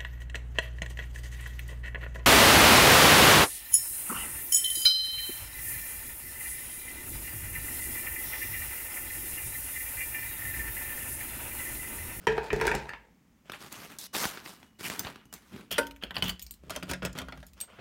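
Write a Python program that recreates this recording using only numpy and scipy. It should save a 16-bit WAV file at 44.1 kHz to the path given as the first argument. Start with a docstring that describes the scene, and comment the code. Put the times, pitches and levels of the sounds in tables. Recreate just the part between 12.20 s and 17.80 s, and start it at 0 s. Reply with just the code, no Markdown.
"""A small room, with things handled close by. A steel kettle knocks and scrapes as it is lifted off its base.
A paper bag is pushed into a backpack: paper and nylon rub, creases snap and a zip runs briefly.
A key throws a deadbolt and slides out over the pins, then the doorknob rattles and the keys clink.
Each knock is a burst of clatter, often with clear ringing notes; each rub is hiss plus many tiny catches.
Under it all the room hums faintly with noise, booms low and gives a short echo."""
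import sys
import numpy as np
from scipy import signal
from scipy.io import wavfile
from scipy.ndimage import uniform_filter1d

SR = 44100
rng = np.random.default_rng(int(sys.argv[2]) if len(sys.argv) > 2 else 0)


def transcribe(signal):
    """Save signal, clipped to [-1, 1], as a 16-bit WAV file at the path in sys.argv[1]."""
    frames = np.atleast_2d(signal).T
    limited = np.clip(frames, -1, 1)
    pcm = np.round(limited * 32767).astype(np.int16)
    wavfile.write(sys.argv[1], SR, pcm)


N = 247070


def gain_of(db):
    """Turns decibels into a number to multiply by."""
    return 10 ** (np.asarray(db) / 20)


def unit_level(x):
    """Scales a sound so that its average power is 1."""
    return x / np.sqrt(np.mean(x ** 2) + 1e-20)


def curve_at(points, hz):
    """Reads a curve of (Hz, value) points, joined on a logarithmic pitch scale."""
    point_hz, value = np.transpose(points)
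    return np.interp(np.log(hz + 1), np.log(point_hz + 1), value)


def add(mix, start_s, sound):
    """Lays a sound into the mix at its start time."""
    part = mix[max(round(start_s * SR), 0):][:len(sound)]
    part += sound[:len(part)]


def band(x, edges_hz):
    """Keeps the part of a sound between two frequencies."""
    return signal.sosfilt(signal.butter(N=3, Wn=edges_hz, btype="band", fs=SR, output="sos"), x)


def colour(x, tone):
    """Shapes a sound with a curve of (Hz, dB) points, without smearing it earlier in time."""
    hz = abs(np.fft.fftfreq(4096, 1 / SR))
    log_gain = np.log(gain_of(np.maximum(curve_at(tone, hz), -100)))
    response = np.exp(np.conj(signal.hilbert(log_gain)))
    taps = np.fft.ifft(response).real[:2048]
    return signal.fftconvolve(x, taps)[:len(x)]


def dying_noise(decay, size=18000):
    """Countless notes fade together. Decay lists (Hz, fade time): the seconds it takes to drop 60 dB."""
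    hz, t, spectrum = signal.stft(rng.standard_normal(size), SR, nperseg=256)
    fade = gain_of(-60 * t / curve_at(decay, hz)[:, None])
    tail = signal.istft(spectrum * fade, SR, nperseg=256)[1][:size]
    return tail / np.linalg.norm(tail)


def strike(blows, tone, notes, decay, tail_db, contact_s, notes_db=0, pitch=1, size=18000):
    """Surfaces chatter as they meet, setting off a clatter and the object's own ringing notes."""
    out, t = np.zeros(N), np.arange(size) / SR
    onset = SR // 50  # levels are set over the first 20 ms
    contact = t / contact_s
    rings = [(hz * pitch, gain_of(db - 60 * t / fade_s)) for hz, db, fade_s in notes]
    hardest_db = max(blow[1] for blow in blows)
    for start_s, level_db, bass_db, treble_db in blows:
        chatter = contact * np.exp(-contact) * rng.standard_normal(size)
        tail = signal.fftconvolve(chatter, dying_noise(decay))[:size]
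        clatter = colour(chatter + gain_of(tail_db) * tail, tone)
        sound = clatter / clatter[:onset].std()
        ring_gain = gain_of(notes_db - 0.23 * (hardest_db - level_db))  # lighter blows ring less
        for hz, fade in rings:  # the notes swell while the contact lasts
            sound += ring_gain * (1 - np.exp(-contact)) * fade * np.sin(2 * np.pi * (hz * t + rng.random()))
        parts = [band(sound, edges) for edges in [(40, 300), (300, 5000), (5000, 16000)]]
        bass, middle, treble = (part / part[:onset].std() for part in parts)
        balanced = gain_of(bass_db) * bass + middle + gain_of(treble_db) * treble
        add(out, start_s, gain_of(level_db) * balanced)
    return out


def rub(strokes, tone, attack_s, release_s, catches_per_s, spread_db, hiss):
    """Sliding surfaces hiss and catch on tiny bumps. Each stroke swells, holds, then fades."""
    sizes = gain_of(spread_db * np.minimum(rng.exponential(1, N), 4))
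    catches = unit_level(sizes * rng.standard_normal(N) * (rng.random(N) < catches_per_s / SR))
    spectrum = signal.stft(colour(catches + hiss * rng.standard_normal(N), tone))[2]
    flicker = uniform_filter1d(rng.standard_normal(spectrum.shape), size=7, axis=0)
    flicker = unit_level(uniform_filter1d(flicker, size=8, axis=1))
    friction = signal.istft(spectrum * gain_of(2 * flicker))[1][:N]  # the tone flickers by about 2 dB
    parts = [unit_level(band(friction, edges)) for edges in [(100, 400), (400, 4000), (4000, 16000)]]
    power, t = np.zeros((3, N)), np.arange(SR) / SR
    for start_s, length_s, db, bass_db, treble_db in strokes:
        pressure = np.minimum(t / attack_s, 1) * gain_of(db - 60 * np.maximum(t - length_s, 0) / release_s)
        for band_power, part_db in zip(power, (bass_db, 0, treble_db)):
            add(band_power, start_s, (gain_of(part_db) * pressure) ** 2)
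    return (np.sqrt(power) * np.array(parts)).sum(0)


def whistle(glides, width_hz):
    """Threads or teeth pass at a rate set by the hand's speed, making a fuzzy, gliding whistle."""
    out = np.zeros(N)
    for start_s, length_s, first_hz, last_hz, db in glides:
        progress = np.arange(0, length_s, 1 / SR) / length_s
        fuzz = unit_level(band(rng.standard_normal(len(progress)), (20, width_hz)))
        hz = first_hz + (last_hz - first_hz) * progress
        note = unit_level(np.sin(2 * np.pi * np.cumsum(hz) / SR))
        swell = np.sqrt(abs(np.sin(np.pi * progress)))
        add(out, start_s, gain_of(db) * swell * fuzz * note)
    return out


# Levels in the tables are relative: a function may turn a whole table up or down.
# Bass and treble are counted from the level in their row.
# The tone of the room's background noise. Each row: frequency in Hz, level in dB.
AIR_TONE = [(25, -19.5), (60, -2), (120, -8.5), (215, -1.5), (420, -18), (600, -22), (1150, -22.5),
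            (1500, -26), (2100, -23.5), (4000, -33), (6500, -31), (10000, -38), (16000, -34.5)]


def room_air():
    """The faint, steady noise of a home, joined for a while by a thin, wavering whine."""
    t = np.arange(N) / SR
    air = unit_level(colour(rng.standard_normal(N), AIR_TONE))
    whine = unit_level(band(rng.standard_normal(N), edges_hz=(2910, 2950)))
    return gain_of(-64) * air + gain_of(-75) * whine * ((t > 1.8) & (t < 3.2))


# How long the room echoes. Each row: frequency in Hz, fade time in seconds.
ECHO_FADES = [(100, 0.14), (500, 0.35), (2500, 0.32), (8000, 0.21), (16000, 0.047)]


def room_echo(x):
    """Sound bounces off the walls, comes back after 5 ms and quickly dies away."""
    return signal.fftconvolve(x, np.pad(dying_noise(ECHO_FADES), (SR // 200, 0)))[:N]


def room_boom(x, level_db, fade_s):
    """A low boom builds in the room with the bass of the handling, then dies away."""
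    carry_over = gain_of(-120 / (fade_s * SR))
    bass_power = signal.lfilter([1 - carry_over], [1, -carry_over], band(x, (60, 300)) ** 2)
    rumble = unit_level(band(rng.standard_normal(N), edges_hz=(48, 69.4)))
    return gain_of(level_db) * np.sqrt(bass_power) * rumble


# Cloth brushes, then a bump. Each row: start and length in seconds, then level, bass and treble in dB.
BRUSHES_AND_BUMP = [(0, 0.054, -59, 4, -6.5), (1.245, 0.058, -61.5, -8, -8), (5.36, 0.085, -58.5, -26, -8),
                    (5.47, 0.11, -56.5, -18, -16), (5.58, 0.043, -44.5, 2, -22)]
# Their dull tone, shared with the doorknob. Each row: frequency in Hz, level in dB.
DULL_TONE = [(24, -19), (40, -13), (180, -2), (215, -23), (256, -11), (455, -11.5), (630, -5.5),
             (790, -14.5), (1410, -9.5), (1760, -15), (3220, -15), (3830, -23), (16000, -37)]


def clothes_and_bump():
    """Clothes brush softly, and a soft, low bump comes at the end."""
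    return rub(BRUSHES_AND_BUMP, DULL_TONE, attack_s=0.02, release_s=0.053,
               catches_per_s=1100, spread_db=7.5, hiss=1.7)


# Pings of metal. Each row: start in seconds, pitch in Hz, level in dB, fade time in seconds.
PINGS = [(2.7935, 14850, -25, .035), (4.1, 4619, -34, .055), (4.2245, 14300, -35, .04),
         (4.311, 8549, -45, .08), (5.412, 8296, -28, .07)]


def metal_pings():
    """The zip pull or a single key springs free and rings on one clear note."""
    out = np.zeros(N)
    for start_s, hz, db, fade_s in PINGS:
        t = np.arange(0, fade_s, 1 / SR)
        add(out, start_s, gain_of(db - 60 * t / fade_s) * np.sin(2 * np.pi * hz * t))
    return out


# Key hits key. Each row: start in seconds, then level, bass and treble in dB, then a pitch multiplier.
CLINKS = [(4.1943, -48, -23, -0.5, 0.8), (4.217, -54, -9, 3, 0.97), (4.2242, -55, -25, 13, 1.03),
          (4.265, -51, -25, -1.5, 1), (4.309, -52.5, -36, 11.5, 2), (4.339, -60.5, -11, 4.5, 1.2),
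          (5.266, -69, 1, 15, 0.8), (5.333, -63, -10, 2.5, 1.1), (5.4029, -46, -23, 3, 0.69),
          (5.4116, -46, -14, 8, 1)]
# A key's notes. Each row: pitch in Hz before that multiplier, level in dB, fade time in seconds.
KEY_NOTES = [(2336, -24, .08), (4350, -18, .04), (6700, -14, .05), (8296, -10, .05), (9000, -18, .05),
             (12950, -10, .04), (14230, -7, .045)]
# The tone of a clink. Each row: frequency in Hz, level in dB.
CLINK_TONE = [(60, 0), (900, -20), (2300, -6), (4200, -1), (5200, -5), (7000, -1), (8400, 0), (10500, -9),
              (13500, 0), (16000, -5)]


def keys():
    """Keys of different sizes swing against each other."""
    decay = [(150, 0.072), (3000, 0.14), (12000, 0.12)]
    clinks = sum(strike([blow], CLINK_TONE, KEY_NOTES, decay, tail_db=-5, contact_s=0.00084,
                        notes_db=12.5, pitch=pitch) for *blow, pitch in CLINKS)
    return gain_of(-3) * clinks


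# Knocks of the latch. Each row: start in seconds, then level, bass and treble in dB.
LATCH_RATTLES = [(4.496, -44, -12, -6), (4.504, -39, -24, -2), (4.561, -37, -11, -3),
                 (4.626, -40.5, -9, -17), (4.6304, -47, -5, -1.5), (4.696, -39, -2, -14),
                 (4.712, -35, -5.5, -3.5), (4.734, -36, -9, -6.5), (4.8215, -40, -9, -31),
                 (4.8285, -41, 3, -17), (4.85, -34, -20, -5.5), (4.858, -41, -21, -2), (4.9287, -64, 13, 9),
                 (4.9512, -51.5, 4, -13), (4.977, -44.5, 1.5, -6), (4.9861, -38.5, -16, -1.5),
                 (5.016, -44.5, -1, -10), (5.084, -43, -12, -17), (5.123, -43, -15, -20),
                 (5.174, -55.5, 6, -9), (5.228, -50.5, -22, -15)]
# The notes of the knob and door. Each row: pitch in Hz, level in dB, fade time in seconds.
KNOB_NOTES = [(64.6, -2.5, 0.55), (142.2, -7, 0.66), (183.6, -1.5, 0.51), (259.6, 3.5, 0.2),
              (331, -7, 0.17), (620, -13, 0.16), (1425, -6, 0.18), (3190, -40, .08)]
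# Turns of the knob. Each row: start and length in seconds, then level, bass and treble in dB.
KNOB_STROKES = [(4.425, 0.063, -59, 12.5, -7.5), (4.495, 0.079, -40.5, -2, -7), (4.62, 0.075, -49.5, 7, -8),
                (4.685, 0.02, -38.5, -4, 1.5), (4.82, 0.046, -37, 7, -11), (4.95, 0.06, -40, -3, -10),
                (5.03, 0.17, -56.5, 4, -9.5), (5.19, 0.1, -73.5, 2, 10)]


def doorknob():
    """The knob's shaft grates as it turns, and the latch rattles in the hollow door."""
    rattles = strike(LATCH_RATTLES, DULL_TONE, KNOB_NOTES, tail_db=-3, contact_s=0.0012, notes_db=-3.5,
                     decay=[(150, 0.085), (1500, 0.1), (5000, 0.06), (14000, 0.011)])
    grating = rub(KNOB_STROKES, DULL_TONE, attack_s=0.012, release_s=0.15,
                  catches_per_s=780, spread_db=1.5, hiss=0.74)
    return gain_of(-1) * rattles + gain_of(-5.5) * grating


# The tone of the bag and its zip. 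Each row: frequency in Hz, level in dB.
RUSTLE_TONE = [(24, -38), (40, -9.5), (147, -6), (180, -3.5), (529, -9.5), (1180, -6.5), (1720, -8),
               (6170, -17), (10400, -19.5), (13400, -20), (16000, -22.5)]
# Rubs of the bag and zip. Each row: start and length in seconds, then level, bass and treble in dB.
BAG_STROKES = [(1.31, 0.041, -45, -6, -9.5), (1.38, 0.085, -48.5, -2, -4), (1.5, 0.15, -47.5, -3.5, -3),
               (1.68, 0.044, -49, -3.5, -4.5), (1.928, 0.13, -35, -10, 1.5), (2.09, 0.098, -46.5, -8, -7.5),
               (2.23, 0.075, -48, -5, 0), (2.35, 0.11, -63.5, 3, -4.5), (2.585, 0.01, -44.5, 2.5, 1.5),
               (2.625, 0.02, -37.5, -3.5, 3.5), (2.685, 0.057, -41, -8.5, -3.5), (2.77, 0.07, -46, 3, -2),
               (2.835, 0.041, -42, -6, -12.5), (2.9, 0.11, -60.5, -2, -14), (3.12, 0.023, -50, -1.5, -2.5),
               (3.2, 0.14, -63, 1, -2), (3.31, 0.085, -50, 6.5, -9)]
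ZIP_STROKES = [(1.786, 0.084, -53.5, -6, 10.3)]
# Creases snap and the zip pull gives short, dry ticks; in the second table the pull rings.
# Each row: start in seconds, then level, bass and treble in dB.
BAG_SNAPS_AND_TICKS = [(1.297, -33.5, -10.5, -18), (1.319, -36, -15, -8), (1.525, -44.5, -16, 7.5),
                       (1.786, -58, -16, 22.5), (1.949, -28.5, -18, -16), (1.965, -28, -29, -3),
                       (2.04, -28, -32, -19), (2.053, -25, -4.5, -7), (2.173, -36.5, -26, -19),
                       (2.26, -37.5, -10, -24), (2.429, -47, -4, -14), (2.608, -39.5, -2, -6),
                       (2.699, -29.5, -6.5, -6), (2.848, -35, 0, -28), (2.869, -33, -29, -25),
                       (2.958, -42.5, -9, -15), (3.127, -43.5, -8, 1)]
RINGING_TICKS = [(2.7935, -50.5, -2, 18), (3.0545, -67, 12, 2), (3.138, -55, -13, 11.5)]
# The metal pull's notes. Each row: pitch in Hz, level in dB, fade time in seconds.
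PULL_NOTES = [(6260, -15, 0.17), (6260, -6.5, 0.067), (9000, -22, 0.14), (11200, -27, .08),
              (12000, -26, 0.092), (13700, -10, 0.095), (14500, -16, .05)]
# A hand skids over nylon, and the zip's teeth whine as the slider speeds up.
# Each row: start and length in seconds, first and last pitch in Hz, level in dB.
NYLON_GLIDES = [(1.332, 0.015, 2300, 2150, -34.5), (1.605, 0.065, 2600, 2304, -56),
                (2.634, 0.049, 2730, 2256, -30.5)]
ZIP_GLIDES = [(1.786, 0.086, 3500, 4200, -55)]


def backpack():
    """Nylon and paper rub, creases snap, a zip runs briefly and its metal pull ticks."""
    rustle = rub(BAG_STROKES, RUSTLE_TONE, attack_s=0.027, release_s=0.29,
                 catches_per_s=1300, spread_db=1.1, hiss=1)
    zip_rasp = rub(ZIP_STROKES, RUSTLE_TONE, attack_s=0.0036, release_s=0.011,
                   catches_per_s=2200, spread_db=2, hiss=0.7)
    clicks = strike(BAG_SNAPS_AND_TICKS, RUSTLE_TONE, notes=[], tail_db=-5, contact_s=0.00095,
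                    decay=[(200, 0.055), (2000, 0.062), (12000, 0.086)])
    pull = strike(RINGING_TICKS, RUSTLE_TONE, PULL_NOTES, tail_db=-7, contact_s=0.00078, notes_db=-1,
                  decay=[(200, 0.23), (3000, 0.057), (12000, 0.085)])
    whistles = gain_of(-7.5) * whistle(NYLON_GLIDES, width_hz=630) + whistle(ZIP_GLIDES, width_hz=160)
    return whistles + gain_of(-2.13) * (rustle + zip_rasp) + gain_of(-8.5) * clicks + gain_of(-2) * pull


# Hits of the bolt and the lock's pins. Each row: start in seconds, then level, bass and treble in dB.
BOLT_HITS = [(3.5803, -25, -18, -5.5), (3.584, -23.5, -30, -12.5)]
PIN_HITS = [(3.5145, -37.5, -29, 1), (3.526, -38.5, -8.5, 2.5), (3.631, -45, -7, -15),
            (3.6685, -48.5, -20, 1.5), (3.7098, -49, -17, -5.5), (3.762, -56, -20, -5),
            (3.825, -43, -14, -17), (3.8355, -32.5, -32, -15.5), (3.9075, -37.5, -14, -19),
            (3.956, -46, -13, -4), (3.966, -29, -17.5, -20), (3.982, -46, 4, -2.5),
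            (4.0235, -24, -13.5, -12.5), (4.041, -38.5, 4.5, -3), (4.082, -39, -0.5, -1),
            (4.093, -33, -28, -9), (4.096, -36.5, -20, 1)]
# The notes they set ringing. Each row: pitch in Hz, level in dB, fade time in seconds.
BOLT_NOTES = [(228, 1, 0.14), (279.4, -6, 0.57), (467, 5, 0.092), (603, 2, 0.111), (923, 0.5, 0.31),
              (1060, -12, 0.18), (1430, 6, 0.1), (1528, 2.5, 0.18), (1670, -27, 0.09), (2170, -8, 0.091),
              (3440, -6.5, 0.074), (8950, -11.5, 0.05)]
PIN_NOTES = [(58.3, -23, 0.18), (142, -25, 0.15), (182.2, 6.5, 0.2), (1509, -13, 0.14), (3010, 11.5, 0.038),
             (3010, -11.5, .07), (3430, -14, 0.057)]
# The tone of their clatter. Each row: frequency in Hz, level in dB.
BOLT_CLATTER = [(24, -59), (40, -55.5), (570, -10), (715, -22), (918, -15), (1520, -10.5), (1760, -11),
                (4460, -27.5), (7360, -42.5), (8550, -33.5), (16000, -50)]
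PIN_CLATTER = [(50, 6.5), (180, 1), (350, -10), (850, -9.5), (1500, -3.5), (2300, -6.5), (2800, 2.5),
               (3300, 2.5), (3900, -11.5), (4500, -9.5), (6000, -18), (11000, -21.5), (14000, -18.5),
               (16000, -23)]
# The key slides in the lock. Each row: start and length in seconds, then level, bass and treble in dB.
KEY_STROKES = [(3.507, 0.0093, -36, -11, -1), (3.52, 0.055, -45, -6.5, -12), (3.59, 0.038, -59, 7, 5),
               (3.81, 0.063, -53.5, -6, -20), (3.94, 0.049, -46, -4, -10), (4.022, 0.067, -40.5, -1, -5)]


def deadbolt():
    """The bolt shoots home and rings the door; then the key's teeth ride out over the springy pins."""
    bolt = strike(BOLT_HITS, BOLT_CLATTER, BOLT_NOTES, tail_db=31.5, contact_s=0.0013, notes_db=-4,
                  decay=[(200, 0.26), (1500, 0.076), (4000, 0.039), (14000, 0.077)])
    pins = strike(PIN_HITS, PIN_CLATTER, PIN_NOTES, tail_db=1.5, contact_s=0.0005, notes_db=-5.5,
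                  decay=[(150, 0.24), (3000, 0.028), (12000, 0.064)])
    scrape = rub(KEY_STROKES, PIN_CLATTER, attack_s=0.0054, release_s=0.17,
                 catches_per_s=1200, spread_db=1.5, hiss=1)
    return gain_of(-2) * bolt + gain_of(-3) * pins + gain_of(1) * scrape


# Hits of the kettle and its base. Each row: start in seconds, then level, bass and treble in dB.
KETTLE_HITS = [(0.069, -21, -15.5, -21.5), (0.179, -26, -32, -31), (0.329, -26.5, -2.5, -19.5),
               (0.361, -39, -9, -14), (0.412, -26.5, -31, -16), (0.4525, -31.5, -14.5, -19),
               (0.468, -28, -10, -9), (0.477, -31, -19, -23), (0.5417, -32.5, -6, -27),
               (0.5497, -32.5, -13, -7.5)]
BASE_HITS = [(0.0755, -30, -15, -24), (0.303, -33.5, -12, -37), (0.3985, -39, -17, -18),
             (0.42, -35.5, -17, -28), (0.477, -28, -20, -20), (0.492, -46, -16, -17),
             (0.514, -30, -13, -19.5), (0.6914, -39.5, -16, -17), (0.7338, -41.5, -14, -28)]
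# The tone of their clatter. Each row: frequency in Hz, level in dB.
STEEL_TONE = [(40, -1.5), (100, -16.5), (140, -14.5), (262, -17.5), (433, -8), (556, -14), (751, -14.5),
              (918, -5), (1090, -25.5), (1560, -17.5), (2440, -21), (2800, -27.5), (11000, -46.5),
              (16000, -50.5)]
PLASTIC_TONE = [(40, -11.5), (400, -17), (700, -9), (950, -2.5), (1150, -9), (1600, 2.5), (2400, -1),
                (3000, -12.5), (6000, -26.5), (16000, -35)]
# The kettle's notes. Each row: pitch in Hz, level in dB, fade time in seconds.
KETTLE_NOTES = [(51.9, -11.5, 1), (142.4, -7, 0.57), (210, -6, 0.26), (417, 6.5, 0.088), (444, 5, 0.34),
                (850, -20.5, 0.31), (930, -16, 0.38), (1628, -8, .25), (1677, -18, 0.17),
                (1780, -2.5, 0.11), (2060, -39, .2), (2520, -16, 0.42), (3670, -31, .25)]
# Scrapes on the base. Each row: start and length in seconds, then level, bass and treble in dB.
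KETTLE_STROKES = [(0.085, 0.094, -36, -3, -18.5), (0.225, 0.024, -38.5, -18, -12),
                  (0.315, 0.062, -37, 5, -17), (0.41, 0.14, -34, -4, -15), (0.6, 0.085, -42.5, -15, -21)]


def kettle():
    """The steel body knocks and scrapes on its plastic base, whose rim clicks."""
    knocks = strike(KETTLE_HITS, STEEL_TONE, KETTLE_NOTES, tail_db=-4.5, contact_s=0.0014, notes_db=-1,
                    decay=[(150, 0.024), (2000, 0.23), (5000, 0.25), (14000, 0.044)])
    clicks = strike(BASE_HITS, PLASTIC_TONE, notes=[], tail_db=-4, contact_s=0.0014,
                    decay=[(150, 0.056), (2000, 0.25), (14000, 0.058)])
    scrape = rub(KETTLE_STROKES, STEEL_TONE, attack_s=0.0089, release_s=0.53,
                 catches_per_s=600, spread_db=1, hiss=1)
    return gain_of(-0.5) * knocks + gain_of(0.5) * clicks + gain_of(-4) * scrape


def scene():
    """Mixes all the handling with the room's boom, echo and background noise."""
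    lift, bag, door = kettle(), backpack(), deadbolt() + doorknob()
    direct = lift + bag + door + keys() + metal_pings() + clothes_and_bump()
    boom = (room_boom(lift, level_db=-8.5, fade_s=0.27)
            + room_boom(bag, level_db=-20.5, fade_s=0.25)
            + room_boom(door, level_db=-9, fade_s=2.2))
    return (direct + boom + gain_of(-18) * room_echo(direct) + room_air())[None]


def record(dry):
    """Cuts away the very highest treble, above 16150 Hz."""
    low_pass = signal.firwin(401, 16150, window=("kaiser", 9), fs=SR)
    return signal.oaconvolve(dry, low_pass[None], "same")


dry = scene()
out = record(dry)
transcribe(out)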